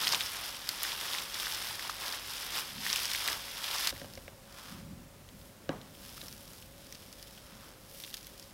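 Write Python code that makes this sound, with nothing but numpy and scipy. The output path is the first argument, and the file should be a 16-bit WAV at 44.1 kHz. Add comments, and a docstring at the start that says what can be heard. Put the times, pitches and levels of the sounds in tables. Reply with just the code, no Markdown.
"""A quiet kitchen, with steady room noise and droning appliances, heard nearly in mono.
Hands pull plastic film off a tub of dough: the film buckles in countless tiny clicks and larger
folds snap over. The crinkle stops abruptly and fingers press and peel the sticky dough, whose threads
and gas pockets pop. Shoves make the tub rumble on the table; knocks ring the modes of its walls."""
import sys
import numpy as np
from scipy import signal
from scipy.io import wavfile

SR = 44100
rng = np.random.default_rng(int(sys.argv[2]) if len(sys.argv) > 2 else 0)


def store_wav(level_fs):
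    """Save 16-bit WAV to argv[1]."""
    pcm = np.round(np.clip(np.atleast_2d(level_fs), -1, 1) * 32767)
    wavfile.write(sys.argv[1], SR, pcm.T.astype(np.int16))


N = 376173

# Spectra of room noise, hiss, dough crackle and film crackle: frequency_hz, density_db
ROOM_SPECTRUM = [(18, -10), (35, -9), (190, -9), (320, -2.5), (570, -5), (1200, -9), (2300, -13),
                 (15800, -19.5)]
HISS_SPECTRUM = [(25, 0), (130, 0), (800, -14.5), (1600, -28), (4000, -32), (15800, -20)]
DOUGH_SPECTRUM = [(300, -50), (700, -13.5), (1230, -4.5), (1900, -3), (2600, 0), (3400, 4.5), (4300, 1.5),
                  (5300, 6), (6000, 0.5), (7200, -3), (11200, 1), (15800, -3)]
FILM_SPECTRUM = [(150, -51), (280, -2), (630, -3), (930, 2), (1570, 1.5), (2500, 0), (3450, 4),
                 (4200, -0.5), (5200, 3.5), (5900, -2), (7000, -7.5), (11000, -5), (14200, -7.5),
                 (15800, -12)]
# Drone tones of the appliances: pitch_hz, level_db
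DRONE_TONES = [(50, -67.5), (97, -68.5), (146, -76), (522, -73), (555, -68.5), (598, -76)]
# Shoves that rock the tub on the table: start_s, hold_s, rumble_db, thump_db
TUB_SHOVES = [(0.02, 0.098, -56, -67), (2.744, 0.066, -53.5, -79), (3.3, .05, -65, -63),
              (3.93, 0.31, -59, -56), (4.72, 0.23, -50, -57), (5.34, 0.044, -56, -57),
              (5.71, 0.061, -53, -60), (5.945, .4, -59.5, -60.5), (6.45, 0.65, -63, -66),
              (7.537, 0.048, -59.5, -61)]
# Modes of the tub walls: pitch_hz, gain_db, t60_s
TUB_MODES = [(156, 5, 0.13), (270, 9, 0.099), (313, 12.5, 0.034), (544, -0.5, 0.051), (746, -9, 0.035),
             (976, -19, 0.055), (1230, -11, 0.02), (1610, -6, 0.024), (2900, -7, 0.012),
             (3900, -9.5, 0.012), (5750, -5, 0.0021)]
# Knocks on the tub: start_s, level_db, deep_mode_gain_db
TUB_KNOCKS = [(3.926, -38.5, -20), (4.016, -39, -16), (4.044, -39.5, -18), (4.175, -39, -25),
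              (4.28, -40.5, -25), (5.692, -24.5, -12.5), (6.23, -44.5, -14)]
# Finger strokes on dough and tub wall: start_s, hold_s, level_db, low_gain_db, fizz_gain_db
DOUGH_STROKES = [(3.91, 0.086, -49, 9, -2.5), (4.1, 0.17, -59.5, 6, 0.5), (4.58, 0.14, -51, 17, -2.5),
                 (5.4, 0.088, -67.5, 0, 10), (5.72, 0.13, -63, 22, -5), (6.04, 0.26, -52, 8.5, 1.5),
                 (6.42, 0.18, -57, 8, 3), (6.8, 0.56, -56.5, 2.5, -1), (7.46, 0.22, -57, 17, -2),
                 (7.95, 0.16, -52.5, -2, 3), (8.2, 0.28, -58, 4, 0)]
# Loudest pops of dough threads and gas pockets: start_s, level_db, pitch_hz, fizz_gain_db
DOUGH_POPS = [(3.9635, -38, 2020, -18), (4.0155, -40, 1820, -12), (4.1537, -36.5, 5170, -7),
              (4.1755, -40, 2100, -15), (4.2795, -38, 2280, -11), (5.2894, -40.5, 3300, -9),
              (5.8145, -38, 3870, -16), (6.0925, -36, 5250, -11), (6.1785, -39.5, 1330, -12),
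              (6.2149, -30.5, 3830, -22), (6.2831, -32, 5600, -10), (6.3265, -35.5, 5500, -1),
              (6.3793, -39.5, 5530, 0), (6.4779, -39, 5380, -8), (6.5333, -39, 6330, 2),
              (6.5816, -43, 4760, -5), (6.625, -42, 3040, 2), (6.8684, -40, 4950, -1),
              (6.9533, -34.5, 5000, -15), (7.0263, -42, 3240, -5), (7.2808, -46, 3150, 5),
              (7.377, -40, 3100, -14), (8.0009, -40, 3560, 10), (8.0375, -28.5, 3600, -20),
              (8.0478, -31.5, 3650, -18), (8.0773, -40, 2650, -15), (8.1029, -41, 4940, 4),
              (8.1288, -40, 3400, -6), (8.1773, -36.5, 4630, -16), (8.2689, -36.5, 3440, 4),
              (8.4264, -38, 5040, -14)]
# Tugs at the film: start_s, hold_s, level_db, low_gain_db
FILM_TUGS = [(.02, 0.052, -34, -2), (.125, 0.014, -35, 5), (.2, 0.074, -39.5, -4), (.34, 0.15, -42.5, 0.5),
             (.7, 0.062, -43, 0), (.83, 0.1, -37.5, -1.5), (1.02, 0.2, -39, 0), (1.36, 0.35, -39, -3),
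             (1.82, 0.05, -42, 2), (2.02, 0.13, -40.5, 4), (2.3, .17, -42.5, -5), (2.56, 0.024, -35.5, 0.5),
             (2.86, 0.17, -35.5, -6.5), (3.1, 0.12, -36, -6), (3.27, 0.043, -35.5, 3),
             (3.45, 0.17, -49.5, 0), (3.65, 0.1, -38.5, -1.5), (3.8, 0.084, -34, -5.5)]
# Loudest folds that snap over: start_s, level_db, pitch_hz, fizz_gain_db
FILM_SNAPS = [(0.0365, -24, 3600, -14), (0.05, -21, 4180, -14), (0.0712, -13.5, 3040, -14),
              (0.0796, -12.5, 4820, -10), (.0903, -18, 5490, -13), (0.123, -14, 4900, -11),
              (.1251, -16, 4830, -23), (0.13, -17, 5000, -19), (0.1342, -24, 1090, -20),
              (0.1466, -13, 3570, -11), (0.2077, -17, 3620, -18), (0.2145, -21, 3660, -18),
              (0.2612, -24, 5330, -15), (0.4373, -26, 4700, -25), (.6907, -15.5, 4430, -2.5),
              (0.8322, -24, 3200, 8), (0.8504, -26.5, 1810, -13), (.9196, -22, 3420, -18),
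              (1.0117, -24, 4800, -18), (1.134, -20.5, 3600, -8), (1.1486, -24, 2050, -19),
              (1.1846, -22, 3550, -22), (1.3437, -21, 4370, -17), (1.3994, -22.5, 3400, -17),
              (1.4576, -25, 3340, -14), (1.4692, -25.5, 1680, -9), (1.5233, -21.5, 5000, -7),
              (1.5475, -22, 5260, -9), (1.7946, -28.5, 1870, -6), (1.8962, -23, 1270, -20),
              (2.0628, -25, 4160, -14), (2.0815, -23, 4620, -6), (2.125, -22.5, 4470, -11),
              (2.567, -31, 3570, -13), (2.5735, -22, 5230, -11), (2.865, -21, 1870, -9),
              (2.901, -18, 4130, -11), (2.9293, -13, 5600, -12), (2.96, -20.5, 2880, 0),
              (3.0553, -18, 5380, -8), (3.1156, -18.5, 3740, -10), (3.135, -19, 5260, -4),
              (3.1486, -20.5, 2200, -16), (3.2774, -16.5, 4200, -4), (3.2849, -19.5, 1950, -14),
              (3.642, -23, 3230, -20), (3.6846, -24, 3640, -16), (3.7123, -22, 3700, -14),
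              (3.7437, -24, 3430, -8), (3.7556, -29, 1140, -20), (3.784, -21, 4970, -13),
              (3.81, -27, 3900, -14), (3.8731, -14, 4070, -3), (3.893, -20, 4750, -12)]

DOUGH_START_S = 3.912
CONTROL_STEP = 64  # samples between envelope points


def gain_of(db):
    """Amplitude grows tenfold every 20 dB."""
    return 10 ** (np.asarray(db) / 20)


def unit_rms(x):
    """Normalisation to unit mean power."""
    return x / np.sqrt(np.mean(x ** 2) + 1e-20)


def add(mix, start_s, sound):
    """Superposition: a sound sums into the mix from its onset."""
    part = mix[round(start_s * SR):][:len(sound)]
    part += sound[:len(part)]


def coloured(x, spectrum):
    """Minimum-phase filtering: the Hilbert transform of the log gain gives a causal response."""
    points_hz, points_db = np.transpose(spectrum)
    hz = abs(np.fft.fftfreq(8192, 1 / SR))
    log_gain = np.log(gain_of(np.interp(np.log(hz + 1), np.log(points_hz + 1), points_db)))
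    taps = np.fft.ifft(np.exp(np.conj(signal.hilbert(log_gain)))).real[:4096]
    return signal.oaconvolve(x, taps)[:len(x)]


def band(x, low_hz, high_hz):
    """Causal band-pass filtering."""
    return signal.sosfilt(signal.butter(2, [low_hz, high_hz], "band", fs=SR, output="sos"), x)


def below(x, hz):
    """Zero-phase low-pass filtering."""
    return signal.sosfiltfilt(signal.butter(2, hz, fs=SR, output="sos"), x)


def band_noise(low_hz, high_hz):
    """Band-limited Gaussian fluctuation of unit power."""
    return unit_rms(band(rng.standard_normal(N), low_hz, high_hz))


def ring(hz, t60_s, phase=0):
    """Free vibration of a damped mode: a sinusoid with exponential decay."""
    t = np.arange(round(t60_s * SR) + 2) / SR
    return gain_of(-60 * t / t60_s) * np.sin(2 * np.pi * hz * t + phase)


def wash(x, gain_db, t60_s):
    """Diffuse scattering: nearby surfaces throw back noise that follows the dying power."""
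    decay = gain_of(-120 / (t60_s * SR))
    power = signal.lfilter([1 - decay], [1, -decay], x ** 2)
    return gain_of(gain_db) * np.sqrt(power) * rng.standard_normal(N)


def gesture(start_s, hold_s, db, rise_db_per_s, fall_db_per_s):
    """Exponential growth and decay: the power of one movement swells, holds and dies away."""
    t = np.arange(0, N + CONTROL_STEP, CONTROL_STEP) / SR
    rise_db = rise_db_per_s * np.maximum(start_s - t, 0)
    fall_db = fall_db_per_s * np.maximum(t - start_s - hold_s, 0)
    return gain_of(2 * (db - rise_db - fall_db))


def per_sample(envelope):
    """Linear interpolation between envelope points."""
    return np.interp(np.arange(N), np.arange(len(envelope)) * CONTROL_STEP, envelope)


def handling(moves, rise_db_per_s, fall_db_per_s, rest_db):
    """Incoherent addition: gives the summed level in dB, then any tone gains, weighted by power."""
    powers = [gesture(*move[:3], rise_db_per_s, fall_db_per_s) for move in moves]
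    powers = np.array(powers + [gesture(0, N, rest_db[0], 0, 0)])
    total = powers.sum(0)
    tone_db = np.array([move[3:] for move in moves] + [rest_db[1:]]).T @ powers / total
    return [per_sample(x) for x in [10 * np.log10(total), *tone_db]]


def hiss():
    """Antiphase noise: opposite signs left and right widen the sound slightly."""
    side = gain_of(-74.5) * unit_rms(coloured(rng.standard_normal(N), HISS_SPECTRUM))
    return np.array([side, -side])


def kitchen():
    """Random modulation: appliance tones waver in level and pitch over steady room noise."""
    out = gain_of(-57.5) * unit_rms(coloured(rng.standard_normal(N), ROOM_SPECTRUM))
    for hz, db in DRONE_TONES:
        waver = gain_of(3.2 * band_noise(0.07, 4.0))
        pitch_hz = hz + 3.9 * band_noise(0.56, 25)
        phase = 2 * np.pi * (np.cumsum(pitch_hz) / SR + rng.random())
        out += np.sqrt(2) * gain_of(db) * waver * np.sin(phase)
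    return out


def tub_rumble():
    """Forced vibration: irregular drag shakes the deep modes of tub and table."""
    shoves = np.array(TUB_SHOVES)
    rumble_db, = handling(shoves[:, [0, 1, 2]], 160, 68, rest_db=[-64])
    thump_db, = handling(shoves[:, [0, 1, 3]], 160, 68, rest_db=[-65.5])
    drag = rng.standard_normal(N) * gain_of(0.48 * band_noise(9.3, 23))
    shake = unit_rms(band(band(drag, 105, 276), 105, 276))
    return gain_of(rumble_db) * shake + gain_of(thump_db) * band_noise(30, 107)


def tub_knocks():
    """Modal response: a knock rings the walls, the deep modes most under a full blow; a dull tail follows."""
    out = np.zeros(N)
    for start_s, db, deep_db in TUB_KNOCKS:
        for k, (hz, mode_db, t60_s) in enumerate(TUB_MODES):
            amplitude = (-1) ** k * gain_of(db + mode_db + deep_db * (hz < 400))
            add(out, start_s, amplitude * ring(hz, t60_s))
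    return out + band(wash(out, gain_db=7, t60_s=0.37), 180, 1010)


def crackle(level_db, low_db, fizz_db, spectrum, per_s, spread_db, clump_db, cycles, wash_db):
    """Shot noise: tiny buckles of random size come in clumps, each a short ring of its own pitch."""
    sizes = gain_of(spread_db * np.minimum(rng.exponential(1, N), 4))
    impulses = sizes * (rng.random(N) < per_s / SR) * rng.choice([-1, 1], N)
    pitches_hz = np.geomspace(600, 19000, num=16)
    pitch_index = rng.integers(0, len(pitches_hz), N)
    grains = np.zeros(N)
    for k, hz in enumerate(pitches_hz):
        if k % 4 == 0:  # wide and narrow folds crumple in clumps of their own
            clumped = impulses * gain_of(clump_db * band_noise(2.7, 108))
        grain = ring(hz, cycles / hz, np.pi / 2)
        grain *= np.sqrt(hz) / np.linalg.norm(grain)  # even energy per Hz
        grains += np.convolve(clumped * (pitch_index == k), grain[:110])[:N]
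    grains = unit_rms(coloured(grains + wash(grains, wash_db, t60_s=0.53), spectrum))
    low, high = below(grains, 1340), grains - below(grains, 7300)
    return gain_of(level_db) * (grains + (gain_of(low_db) - 1) * low + (gain_of(fizz_db) - 1) * high)


def chance_snaps(level_db, span_s, over_db, spread_db, range_hz, fizz_db, count):
    """Random point process: rows of small snaps whose strength follows the given level."""
    when, pitch, size = rng.random((count, 3)).T
    start_s = span_s[0] + (span_s[1] - span_s[0]) * when
    db = level_db[(start_s * SR).astype(int)] + over_db + spread_db * (-np.log(size + 0.057) - 1)
    pitch_hz = range_hz[0] * (range_hz[1] / range_hz[0]) ** pitch
    return [(*row, fizz_db) for row in zip(start_s, db, pitch_hz)]


def snaps(rows, cycles):
    """Impulsive excitation: each snap is a short ring, a bright spit of noise and a quick after-slip."""
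    out = np.zeros(N)
    spit_decay = gain_of(-60 * np.arange(200) / SR / 0.004)
    for start_s, db, hz, fizz_db in rows:
        body = band(ring(hz, cycles / hz), 0.55 * hz, 2.2 * hz)
        spit = band(rng.standard_normal(200) * spit_decay, 6000, 16000)
        snap = np.zeros(900)
        add(snap, 0, body / abs(body).max())
        add(snap, 0, gain_of(fizz_db) * spit / abs(spit).max())
        snap *= gain_of(db) * rng.choice([-1, 1])
        add(out, start_s, snap)
        slip_delay_s = rng.uniform(0.00057, 0.00177)
        add(out, start_s + slip_delay_s, -gain_of(-23) * snap)
    return out + band(wash(out, gain_db=2, t60_s=0.03), 1550, 6200)


def sticky_dough():
    """Adhesion: peeling dough gives heavily damped clicks, and its threads and gas pockets pop."""
    level_db, low_db, fizz_db = handling(DOUGH_STROKES, 96, 86, rest_db=(-70.5, 12, 3))
    clicks = crackle(level_db, low_db, fizz_db, DOUGH_SPECTRUM,
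                     per_s=7000, spread_db=5.5, clump_db=-0.5, cycles=1.56, wash_db=-4)
    pop_db = level_db - 0.76 * low_db  # dull rubs pop less
    small_pops = chance_snaps(pop_db, (DOUGH_START_S, (N - 1) / SR), over_db=12, spread_db=9.5,
                              range_hz=(3200, 6000), fizz_db=-2, count=110)
    return clicks * (np.arange(N) / SR >= DOUGH_START_S) + snaps(small_pops + DOUGH_POPS, cycles=15.5)


def plastic_film():
    """Buckling: tugged film crinkles in tiny ringing clicks, and its larger folds snap over."""
    level_db, low_db = handling(FILM_TUGS, 195, 150, rest_db=(-45, -2.7))
    crinkle = crackle(level_db, low_db, 0, FILM_SPECTRUM,
                      per_s=7000, spread_db=3, clump_db=2, cycles=5.6, wash_db=-7)
    small_snaps = chance_snaps(level_db, (0, DOUGH_START_S), over_db=7.5, spread_db=3.5,
                               range_hz=(2800, 5800), fizz_db=-36, count=120)
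    return crinkle * (np.arange(N) / SR < DOUGH_START_S) + snaps(small_snaps + FILM_SNAPS, cycles=12.5)


def scene():
    """Superposition: every source but the hiss is the same in both channels."""
    return hiss() + kitchen() + tub_rumble() + tub_knocks() + sticky_dough() + plastic_film()


def record(dry):
    """Band limiting: a linear-phase low-pass removes the treble above 15850 Hz."""
    taps = signal.firwin(1023, 15850, window=("kaiser", 9), fs=SR)
    return signal.oaconvolve(dry, taps[None], "same")


dry = scene()
out = record(dry)
store_wav(out)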